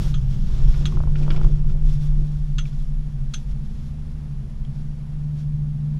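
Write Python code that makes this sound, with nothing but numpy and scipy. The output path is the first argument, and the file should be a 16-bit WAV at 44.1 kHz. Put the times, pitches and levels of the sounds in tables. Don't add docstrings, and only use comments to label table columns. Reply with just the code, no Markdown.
import sys
import numpy as np
from scipy import signal
from scipy.fft import rfft, irfft, next_fast_len
from scipy.io import wavfile
from scipy.ndimage import map_coordinates

SR = 44100
rng = np.random.default_rng(int(sys.argv[2]) if len(sys.argv) > 2 else 0)


def bounce(signal):
    frames = np.transpose(np.atleast_2d(signal))
    limited = np.clip(frames, -1, 1)
    pcm = np.round(limited * 32767).astype(np.int16)
    wavfile.write(sys.argv[1], SR, pcm)


def amplitude_ratio(level_db):
    exponent = np.asarray(level_db, float) / 20
    return 10 ** exponent


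N = 264159


def unit(x):
    return x / np.sqrt(np.mean(x ** 2) + 1e-20)


def curves(rows):
    s, *cols = np.transpose(rows)
    return [np.interp(np.arange(N) / SR, s, c) for c in cols]


def wobble(rate):
    knots = rng.standard_normal(int(N * rate / SR) + 4)
    return map_coordinates(knots, [np.arange(N) * rate / SR])


def filtered(x, response):
    m = next_fast_len(len(x) + 8192)
    return irfft(rfft(x, m) * response(np.fft.rfftfreq(m, 1 / SR)), m)[:len(x)]


def shape(points):
    f, db = np.transpose(points)
    return lambda hz: amplitude_ratio(np.interp(np.log(hz + 1), np.log(f + 1), db, -120, -120))


def modes(rows):
    def response(f):
        total = 0
        for k, (center, width, db) in enumerate(rows):
            damped = 1j * f * width
            total = total + (-1) ** k * amplitude_ratio(db) * damped / (center * center - f * f + damped)
        return total
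    return response


def noise(response, steady=0.):
    z = signal.hilbert(filtered(rng.standard_normal(N + 1), response))[:N]
    size = np.abs(z) / np.abs(z).mean()
    return unit(z.real / (size + 0.077) ** np.clip(steady, 0, 1))


def swells(times, levels_db, widths, rest_db):
    t = np.arange(0, N + 64, 64) / SR
    bells = np.exp(-((t - np.reshape(times, (-1, 1))) / np.reshape(widths, (-1, 1))) ** 2)
    peaks = np.interp(np.arange(N) / SR, t, amplitude_ratio(levels_db) ** 2 @ bells)
    return np.sqrt(peaks + amplitude_ratio(rest_db) ** 2)


def knocks(rows, body, ring_share, snap, soft_hz, sag=0.32):
    out, t = np.zeros(N + SR), np.arange(SR // 8) / SR
    sag_s = 0.0018
    for s, db, hz, t60, ring_db in rows:
        burst = rng.standard_normal(len(t)) * amplitude_ratio(-60 * t / t60)
        burst[0] = snap
        hit = filtered(burst, lambda f: modes(body)(f) / (1 + 1j * f / soft_hz) ** 2)
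        swing = np.sin(2 * np.pi * hz * (t - sag * sag_s * np.exp(-t / sag_s)))
        ring = amplitude_ratio(ring_db - 20.0 - 60 * t / (ring_share * t60)) * swing
        hit = hit / np.abs(hit).max() + ring
        out[round(s * SR):][:len(t)] += amplitude_ratio(db + 2.0) * hit / np.abs(hit).max()
    return out[:N]


def camera():
    # (frequency [Hz], level [dB per Hz])
    hiss_color = [(140, -10.5), (240, -5.5), (285, -12), (536, -19), (735, -21), (1300, -27), (2080, -30.5),
                  (5530, -38), (7500, -42), (9760, -49), (12600, -49), (14000, -69.5), (15700, -67)]
    # (frequency [Hz], level [dB rms])
    whine_lines = [(10597, -84.5), (10645, -77), (10788, -94.5), (10837, -93.5), (10933, -88.5)]
    t = np.arange(N) / SR
    whine = np.zeros(N)
    for hz, db in whine_lines:
        whine += amplitude_ratio(db + 0.7 * wobble(6)) * np.sin(2 * np.pi * hz * t + 1.1 * wobble(14))
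    hiss = amplitude_ratio(-52 + 0.5 * wobble(3.61)) * noise(shape(hiss_color))
    return hiss + np.sqrt(2) * whine


def fabric():
    # (time [s], length [s], level [dB], crispness [dB])
    strokes = [(0.037, 0.058, -51, -11.5), (0.192, 0.061, -63, -13), (0.334, 0.035, -59, -15),
               (0.55, 0.12, -57.5, -16), (0.728, 0.046, -57.5, -14), (0.865, 0.11, -57.5, -16.5),
               (1.218, 0.06, -58.5, -15), (1.335, 0.026, -57, -13), (1.372, 0.01, -55.5, -25),
               (1.437, 0.04, -60.5, -14), (1.53, 0.05, -65, -19), (1.71, 0.015, -62, -22),
               (1.91, 0.047, -58, -13.5), (2.047, 0.032, -58.5, -11), (2.284, 0.32, -69.5, -11),
               (2.672, 0.026, -60.5, -14), (2.79, 0.058, -66.5, -12), (3.382, 0.057, -65, -11),
               (3.514, 0.025, -67, -15), (3.7, 0.063, -69.5, -16), (3.836, 0.054, -66, -13),
               (4.782, 0.046, -69, -12), (5.393, 0.034, -64, -15)]
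    # (frequency [Hz], level [dB per Hz])
    cloth_color = [(900, -6), (1400, -4.5), (2000, -8.5), (3100, -6), (3430, -1.5), (3800, -6),
                   (4900, -7.5), (5450, -4), (6000, -9), (7000, -10.5), (9000, -26), (11000, -47)]
    # (frequency [Hz], level [dB per Hz])
    crisp_color = [(6000, -24), (8000, 4), (10000, 4.5), (12500, 3), (13800, -5), (15600, -13)]
    s, length, db, crisp_db = np.transpose(strokes)
    rest_db = -66.5 - 1.5 * np.arange(N) / SR
    clumps = amplitude_ratio(1.2 * wobble(60) + 0.71 * wobble(440))
    body = unit(clumps * noise(shape(cloth_color)))
    crisp = unit(clumps * amplitude_ratio(1.0 * wobble(25.15)) * noise(shape(crisp_color)))
    rustle = swells(s, db, length, rest_db) * body
    rustle += swells(s, db + crisp_db, length, rest_db - 11.5) * crisp
    return amplitude_ratio(5.0) * rustle


def window_and_plastic_taps():
    # (time [s], peak [dB], pitch [Hz], t60 [s], ring [dB])
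    plastic = [(0.7417, -38.5, 2280, 0.046, 3), (1.1554, -34.5, 2740, 0.039, 9),
               (1.163, -44, 2000, 0.096, -2), (1.227, -42, 2350, 0.11, 10), (1.3047, -25.5, 2900, 0.048, 5),
               (1.315, -40, 2730, 0.049, 8), (1.3620, -34, 2350, 0.06, 5), (1.4326, -40.5, 2880, 0.04, 6),
               (1.698, -46, 2400, 0.036, 6), (2.6543, -40.5, 2280, 0.036, 23),
               (2.7291, -50, 2033, 0.039, 2), (5.122, -54, 1420, 0.03, 10), (5.362, -57, 1350, 0.04, 9)]
    # (frequency [Hz], width [Hz], level [dB])
    shell = [(1420, 210, 5.5), (2400, 260, 7), (3230, 670, 4.5), (5200, 650, -1)]
    # (time [s], peak [dB], pitch [Hz], t60 [s], ring [dB])
    ticks = [
        (4.650, -43.5, 3230, 0.014, 23),
    ]
    # (frequency [Hz], width [Hz], level [dB])
    frame = [(3230, 600, 4), (6000, 3000, -3)]
    taps = knocks(plastic, shell, ring_share=1.1, snap=7.5, soft_hz=3200)
    return taps + knocks(ticks, frame, ring_share=1.4, snap=30, soft_hz=9000, sag=0)


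def boot_thuds():
    # (time [s], peak [dB])
    nudges = [
        (0.805, -36),
        (0.931, -43),
        (1.215, -32.5),
        (1.299, -33),
        (1.499, -37.5),
        (1.749, -38),
        (2.207, -40.5),
    ]
    # (frequency [Hz], width [Hz], level [dB])
    wall = [(306, 133, 1.5), (397, 120, -7), (522, 110, -9.5)]
    hz, t60, ring_db = 314, 0.14, 4
    rows = [(s, db, hz, t60, ring_db) for s, db in nudges]
    return knocks(rows, wall, ring_share=0.52, snap=3.2, soft_hz=380)


def strap_creaks():
    # (time [s], peak [dB], ring [dB])
    slips = [(0.923, -36, 21), (0.942, -45, 0), (0.972, -30, -8), (0.99, -48, 10), (1.004, -28, -9),
             (1.037, -32, 1), (1.073, -33, -7), (1.212, -60, 8), (1.265, -46, 14), (1.28, -28, -1),
             (1.345, -34, 0), (1.378, -33, -1), (1.397, -43, 10), (1.414, -29, -1), (1.446, -30.5, -5),
             (1.466, -37, 8)]
    # (frequency [Hz], width [Hz], level [dB])
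    strap = [(714, 960, 12.5), (1440, 900, 8.5)]
    hz, t60 = 1050, 0.035
    rows = [(s, db, hz, t60, ring_db) for s, db, ring_db in slips]
    return knocks(rows, strap, ring_share=1.13, snap=19, soft_hz=1900)


def clasp():
    # (time [s], peak [dB], bright [dB], top [dB], free ring [s])
    clicks = [
        (0.1413, -21, -21, -43, 0.06),
        (0.855, -15.5, -17.5, -24, 0.015),
        (2.5833, -16, -17, -29, 0.045),
        (3.337, -20, -9, -16, 0.033),
    ]
    # (base [dB], body [dB], edge [dB], attack [s], rebound [dB])
    contacts = [
        (-2, -1.5, -5, 0.00043, -14),
        (-2.5, 2, 0.5, 0.00033, -16),
        (0.5, 1.5, -3, 0.00028, -8),
        (0, 3, 5, 0.0012, -7),
    ]
    # (frequency [Hz], level [dB], t60 [s], build-up [s])
    metal = [(1254, -6, 0.054, 0.00041), (1427, -10.5, 0.068, 0.00077), (2006, -22.5, 0.086, 0.0023),
             (2500, -16, 0.059, .002), (2740, -10, 0.083, 0.0022), (3040, -18, 0.068, .001),
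             (3322, -2.5, 0.087, 0.0019), (3670, -22, .07, .001), (4150, -9, 0.046, .0005),
             (4480, -17, 0.04, .0005), (5310, -16, 0.071, 0.0026), (6180, -10, 0.23, 0.004),
             (6470, -16, 0.07, .001), (6710, -12.5, 0.05, .0008), (7200, -23, 0.034, .002),
             (7630, -20, 0.032, 0.0022), (10645, -23, 0.035, .008)]
    # (frequency [Hz], level [dB per Hz])
    crack_color = [(530, -53), (900, -67), (1300, 3.5), (2330, -8), (2700, -3.5), (3330, 6), (4300, -6),
                   (5090, -14.5), (6290, -1), (7780, -23.5), (8410, -25), (10900, -38), (13000, -38)]
    tone_hz = [1610, 2220, 2900, 3180, 3800, 4970, 5450, 7800, 8750]
    snap_hz, snap_db, snap_t60, snap_sag, snap_sag_s = 3395, 0.5, 0.019, 0.32, 0.0012
    rebound_s = 0.0058
    out, t = np.zeros(N + SR), np.arange(SR // 4) / SR
    snap_phase = 2 * np.pi * snap_hz * (t - snap_sag * snap_sag_s * np.exp(-t / snap_sag_s))
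    snap = amplitude_ratio(snap_db - 60 * t / snap_t60) * np.sin(snap_phase)
    for click, contact in zip(clicks, contacts):
        s, db, bright_db, top_db, free_s = click
        base_db, body_db, edge_db, attack_s, rebound_db = contact
        damping = amplitude_ratio(-60 * np.maximum(t - free_s, 0) / 0.07)
        tone_db = [base_db, body_db, body_db, 0, edge_db, edge_db,
                   bright_db + 10.5, bright_db + 23.0, top_db + 31.0]
        tone = lambda hz: amplitude_ratio(np.interp(hz, tone_hz, tone_db))
        ring = np.zeros(len(t))
        for hz, level_db, t60, rise in metal:
            beat = 1 + 0.13 * np.sin(2 * np.pi * rng.uniform(40, 100) * t)
            swing = np.sin(2 * np.pi * hz * t + rng.uniform(0, 2 * np.pi)) * (1 - np.exp(-t / rise))
            ring += tone(hz) * amplitude_ratio(level_db + rng.normal(0, 1.0) - 60 * t / t60) * beat * swing
        ring += snap
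        late = t - rebound_s
        rebound = 0.35 * amplitude_ratio(-60 * late / 0.12) + amplitude_ratio(rebound_db - 60 * late / 0.0058)
        blows = amplitude_ratio(-60 * t / 0.023) + (late > 0) * rebound
        crack = filtered(rng.standard_normal(len(t)) * blows, lambda hz: shape(crack_color)(hz) * tone(hz))
        hit = (ring * damping + 2.26 * crack) * (1 - np.exp(-t / attack_s))
        out[round(s * SR):][:len(t)] += amplitude_ratio(db - 11.5) * hit
    return out[:N]


def passenger():
    # (time [s], level [dB])
    effort = [(0, -50), (.05, -47), (.15, -60), (.4, -59), (.55, -49.5), (.82, -52), (.98, -50),
              (1.12, -55), (1.3, -47), (1.45, -48.5), (1.53, -56.5), (1.6, -58), (2.25, -61), (2.4, -68.5),
              (3.0, -76)]
    # (time [s], bump [dB], panel [dB])
    shifts = [(0.0, -29.5, -56), (0.14, -28, -58), (0.35, -32, -57.5), (0.55, -31.5, -48),
              (0.68, -29.5, -71), (0.84, -27.5, -55), (0.96, -25.5, -42.5), (0.9, -49, -45),
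              (1.04, -30, -58), (1.13, -34, -49.5), (1.2, -36, -45.5), (1.28, -53, -46),
              (1.38, -31.5, -43.5), (1.46, -28.5, -41.5), (1.54, -41, -46.5), (1.6, -32, -61),
              (1.71, -29.5, -49.5), (1.87, -46, -50), (2.05, -53, -62), (2.21, -32.5, -50),
              (2.62, -48, -67), (3.1, -41.5, -71.5), (4.45, -40, -55.5)]
    # (frequency [Hz], level [dB per Hz])
    bump_color = [(70, -22), (88, -1), (105, 4.5), (160, -0.5), (215, -10.5), (250, -31), (330, -43)]
    # (frequency [Hz], width [Hz], level [dB])
    panel_modes = [(290, 70, -5), (365, 24, 1), (460, 60, -8)]
    # (frequency [Hz], level [dB per Hz])
    rub_color = [(200, -31), (300, -4.5), (500, 4), (900, -2), (1400, -6.5), (2000, -14.5), (3500, -12.5)]
    shift_s = 0.037
    (effort_db,) = curves(effort)
    s, bump_db, panel_db = np.transpose(shifts)
    rub = unit(noise(shape(rub_color)) * amplitude_ratio(1.7 * wobble(40)))
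    bump_gain = swells(s, bump_db + 0.5, shift_s, effort_db + 9.5)
    bump_gain = np.hypot(amplitude_ratio(-50.5), bump_gain)
    bump = bump_gain * noise(shape(bump_color), steady=0.95)
    steep = lambda hz: np.abs(modes(panel_modes)(hz)) ** 2
    panel = swells(s, panel_db, shift_s, effort_db - 1.5) * noise(steep, steady=0.6)
    return bump + panel + amplitude_ratio(effort_db) * rub


def hull():
    # (time [s], level [dB])
    sway = [(0, -21), (1.4, -24), (2.2, -27), (3.0, -29), (4.0, -34), (5.99, -39)]
    # (time [s], heave [dB], boom [dB], floor drumming [dB])
    lurches = [(0.05, -23, -40, -26), (0.24, -31, -36, -30), (0.5, -21, -39, -30), (0.68, -15, -14, -26.5),
               (0.85, -27, -39, -27), (1.04, -17, -22, -22.5), (1.18, -19, -38, -43),
               (1.36, -11.5, -19.5, -40), (1.48, -15.5, -10.5, -37), (1.67, -16.5, -30, -39),
               (1.84, -15.5, -16, -31), (1.94, -19.5, -30, -34), (2.12, -37, -15.5, -52),
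               (2.2, -22, -19, -47), (2.42, -29.5, -23, -32), (2.58, -31, -21, -35),
               (2.82, -22.5, -33, -53), (3.0, -23.5, -34, -50), (3.3, -26.5, -42, -54),
               (3.52, -29.5, -23.5, -40), (3.7, -27, -47, -43), (4.42, -33, -45, -50),
               (4.65, -30.5, -30, -41), (4.85, -28, -39, -39), (5.17, -32, -41, -55),
               (5.52, -34, -28.5, -44), (5.7, -33, -34, -42)]
    # (frequency [Hz], level [dB per Hz])
    heave_color = [(7, -53), (12, -5.5), (15, -1), (21, 3), (26, -9), (34, -26)]
    boom_color = [(22, -44.5), (29, 7), (38, -2.5), (48, 3), (54, -20.5), (70, -30)]
    drum_color = [(44, -24.5), (56, 13.5), (62, 14.5), (76, -12), (86, 5.5), (100, -49.5)]
    # (time [s], level [dB])
    gliding_swells = [(0.08, -37), (0.25, -23.5), (0.38, -29), (0.62, -27.5), (0.74, -28), (0.87, -37),
                      (1.1, -36), (1.3, -47), (1.5, -36), (1.68, -34), (1.97, -29), (2.3, -43), (2.53, -30.5),
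                      (2.7, -31), (2.9, -34), (3.07, -50), (3.22, -28.5), (3.37, -37), (3.47, -38.5),
                      (3.6, -32.5), (3.85, -34.5), (4.08, -45), (4.33, -32), (4.44, -34), (4.7, -30),
                      (5.04, -37.5), (5.2, -43.5), (5.43, -38), (5.58, -35), (5.69, -37.5), (5.8, -36.5),
                      (5.92, -48)]
    heave_s, boom_s, drum_s, gliding_s = 0.063, 0.045, 0.065, 0.062
    gliding_low_hz, gliding_high_hz, turn_s, glide_s = 130, 135.6, 1.5, 0.5
    (sway_db,) = curves(sway)
    s, heave_db, boom_db, drum_db = np.transpose(lurches)
    hz = gliding_high_hz - (gliding_high_hz - gliding_low_hz) / (1 + np.exp((np.arange(N) / SR - turn_s) / glide_s))
    gliding_tone = np.sqrt(2) * np.sin(2 * np.pi * np.cumsum(hz) / SR + 0.6 * wobble(12))
    low = swells(s, heave_db, heave_s, sway_db) * noise(shape(heave_color), steady=0.85)
    low += swells(s, boom_db, boom_s, sway_db - 0.5) * noise(shape(boom_color), steady=0.68)
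    low = filtered(low, lambda f: 1 / (1 + (f / 56.6) ** 8))
    low += swells(s, drum_db, drum_s, -52) * noise(shape(drum_color), steady=0.62)
    return low + swells(*np.transpose(gliding_swells), gliding_s, -49) * gliding_tone


def rope():
    # (time [s], level [dB rms])
    hum_level = [(0, -33.5), (.1, -25), (.28, -34), (.75, -28.5), (1.2, -23), (1.55, -23.5), (1.8, -27.5),
                 (2.18, -24), (2.7, -29.5), (3.05, -31.5), (3.45, -38), (3.75, -33.5), (3.97, -38),
                 (4.18, -32), (4.57, -41), (4.85, -31), (5.45, -25), (5.99, -26.5)]
    # (time [s], frequency [Hz])
    hum_pitch = [(0, 146.6), (1.1, 146.8), (1.7, 147.6), (3.4, 147.6), (3.6, 148.8), (4.5, 148.8),
                 (4.8, 147.6)]
    # (time [s], level [dB])
    grip = [(0.0, -43), (0.2, -45), (0.45, -35.5), (0.58, -53), (0.7, -36), (0.77, -44.5), (0.98, -41),
            (1.15, -41.5), (1.45, -39.5), (1.57, -44), (3.45, -46), (3.69, -43.5), (4.54, -49.5),
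            (5.99, -45.5)]
    # (multiple [of the strand rate], level [dB rms], growth [dB per s])
    multiples = [(2, -35.5, -4), (3, -39.5, 0.5), (5, -45.5, 2.5), (6, -41.5, 0), (7, -61, 0.5),
                 (8, -62, -9.5), (10, -51, 3.5), (13, -53.5, 2), (14, -56.5, 1.5), (15, -62, -6),
                 (16, -64, -2), (17, -47, 1.5), (18, -55, 2), (19, -54, 1), (20, -79, -2), (23, -74.5, 0.5)]
    strand_hz, grip_rest_db, middle_s = 12.31, -45, 3
    (hz,), (db,), (grip_db,) = curves(hum_pitch), curves(hum_level), curves(grip)
    t = np.arange(N) / SR
    hum = amplitude_ratio(db + 1.7 * wobble(7.8)) * np.sin(2 * np.pi * np.cumsum(hz) / SR)
    for order, order_db, growth in multiples:
        level_db = order_db + growth * (t - middle_s) + 2.8 * wobble(2.5)
        level_db += (order > 14.5) * (grip_db - grip_rest_db)
        drift = 0.9 * wobble(1.895) + rng.uniform(0, 2 * np.pi)
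        hum += amplitude_ratio(level_db) * np.sin(round(order) * 2 * np.pi * strand_hz * t + drift)
    return np.sqrt(2) * hum


def scene():
    handling = fabric() + window_and_plastic_taps() + boot_thuds() + strap_creaks() + clasp()
    return (camera() + handling + passenger() + hull() + rope())[None]


def band_limit(dry):
    normal_hz, lowered_hz, stray_top_hz = 12900, 11300, 15100
    hz, t, z = signal.stft(dry, SR, nperseg=1024)
    block, band = np.arange(len(t)) // 2 * 2, np.arange(len(hz)) // 4

    def over_db(lo, hi):
        power = (np.abs(z[0, (hz > lo) & (hz < hi)]) ** 2).sum(0)
        db = 10 * np.log10(power + 1e-20)
        return (db - np.median(db))[block]

    luck = rng.uniform(size=len(t))[block]
    lowered = luck < 0.03 + 0.55 * (over_db(0, 100) > 7)
    low_edge_hz = lowered_hz + 900 * rng.uniform(size=len(t))[block]
    edge_hz = np.where(lowered, low_edge_hz, normal_hz)
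    lift_hz = 230 * np.maximum(over_db(11200, 12800) - 1, 0)
    edge_hz = np.minimum(edge_hz + lift_hz, stray_top_hz)
    roomy = wobble(13)[np.minimum(block * 512, N - 1)] > 0.1
    chosen = rng.uniform(size=z.shape[1:])[band][:, block] < 0.45
    below_top = hz[:, None] < stray_top_hz - 1300 * luck ** 3 + 600 * lowered
    stray = chosen & (roomy | lowered) & below_top
    z = z * np.where((hz[:, None] > edge_hz) & ~stray, amplitude_ratio(-29.5), 1)
    return signal.istft(z, SR, nperseg=1024)[1][:, :N]


def low_pass(x):
    return signal.sosfilt(signal.butter(12, 15710, fs=SR, output="sos"), x)


def record(dry):
    opens_at, closes_at, fade_s = 0.17, 0.018, 0.006
    kept = band_limit(dry)
    fade = np.exp(-np.arange(N) / SR / fade_s)
    kept = kept + (opens_at - kept[:, :1]) * fade
    kept = kept + (closes_at - kept[:, -1:]) * fade[::-1]
    return low_pass(kept)


dry = scene()
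out = record(dry)
bounce(out)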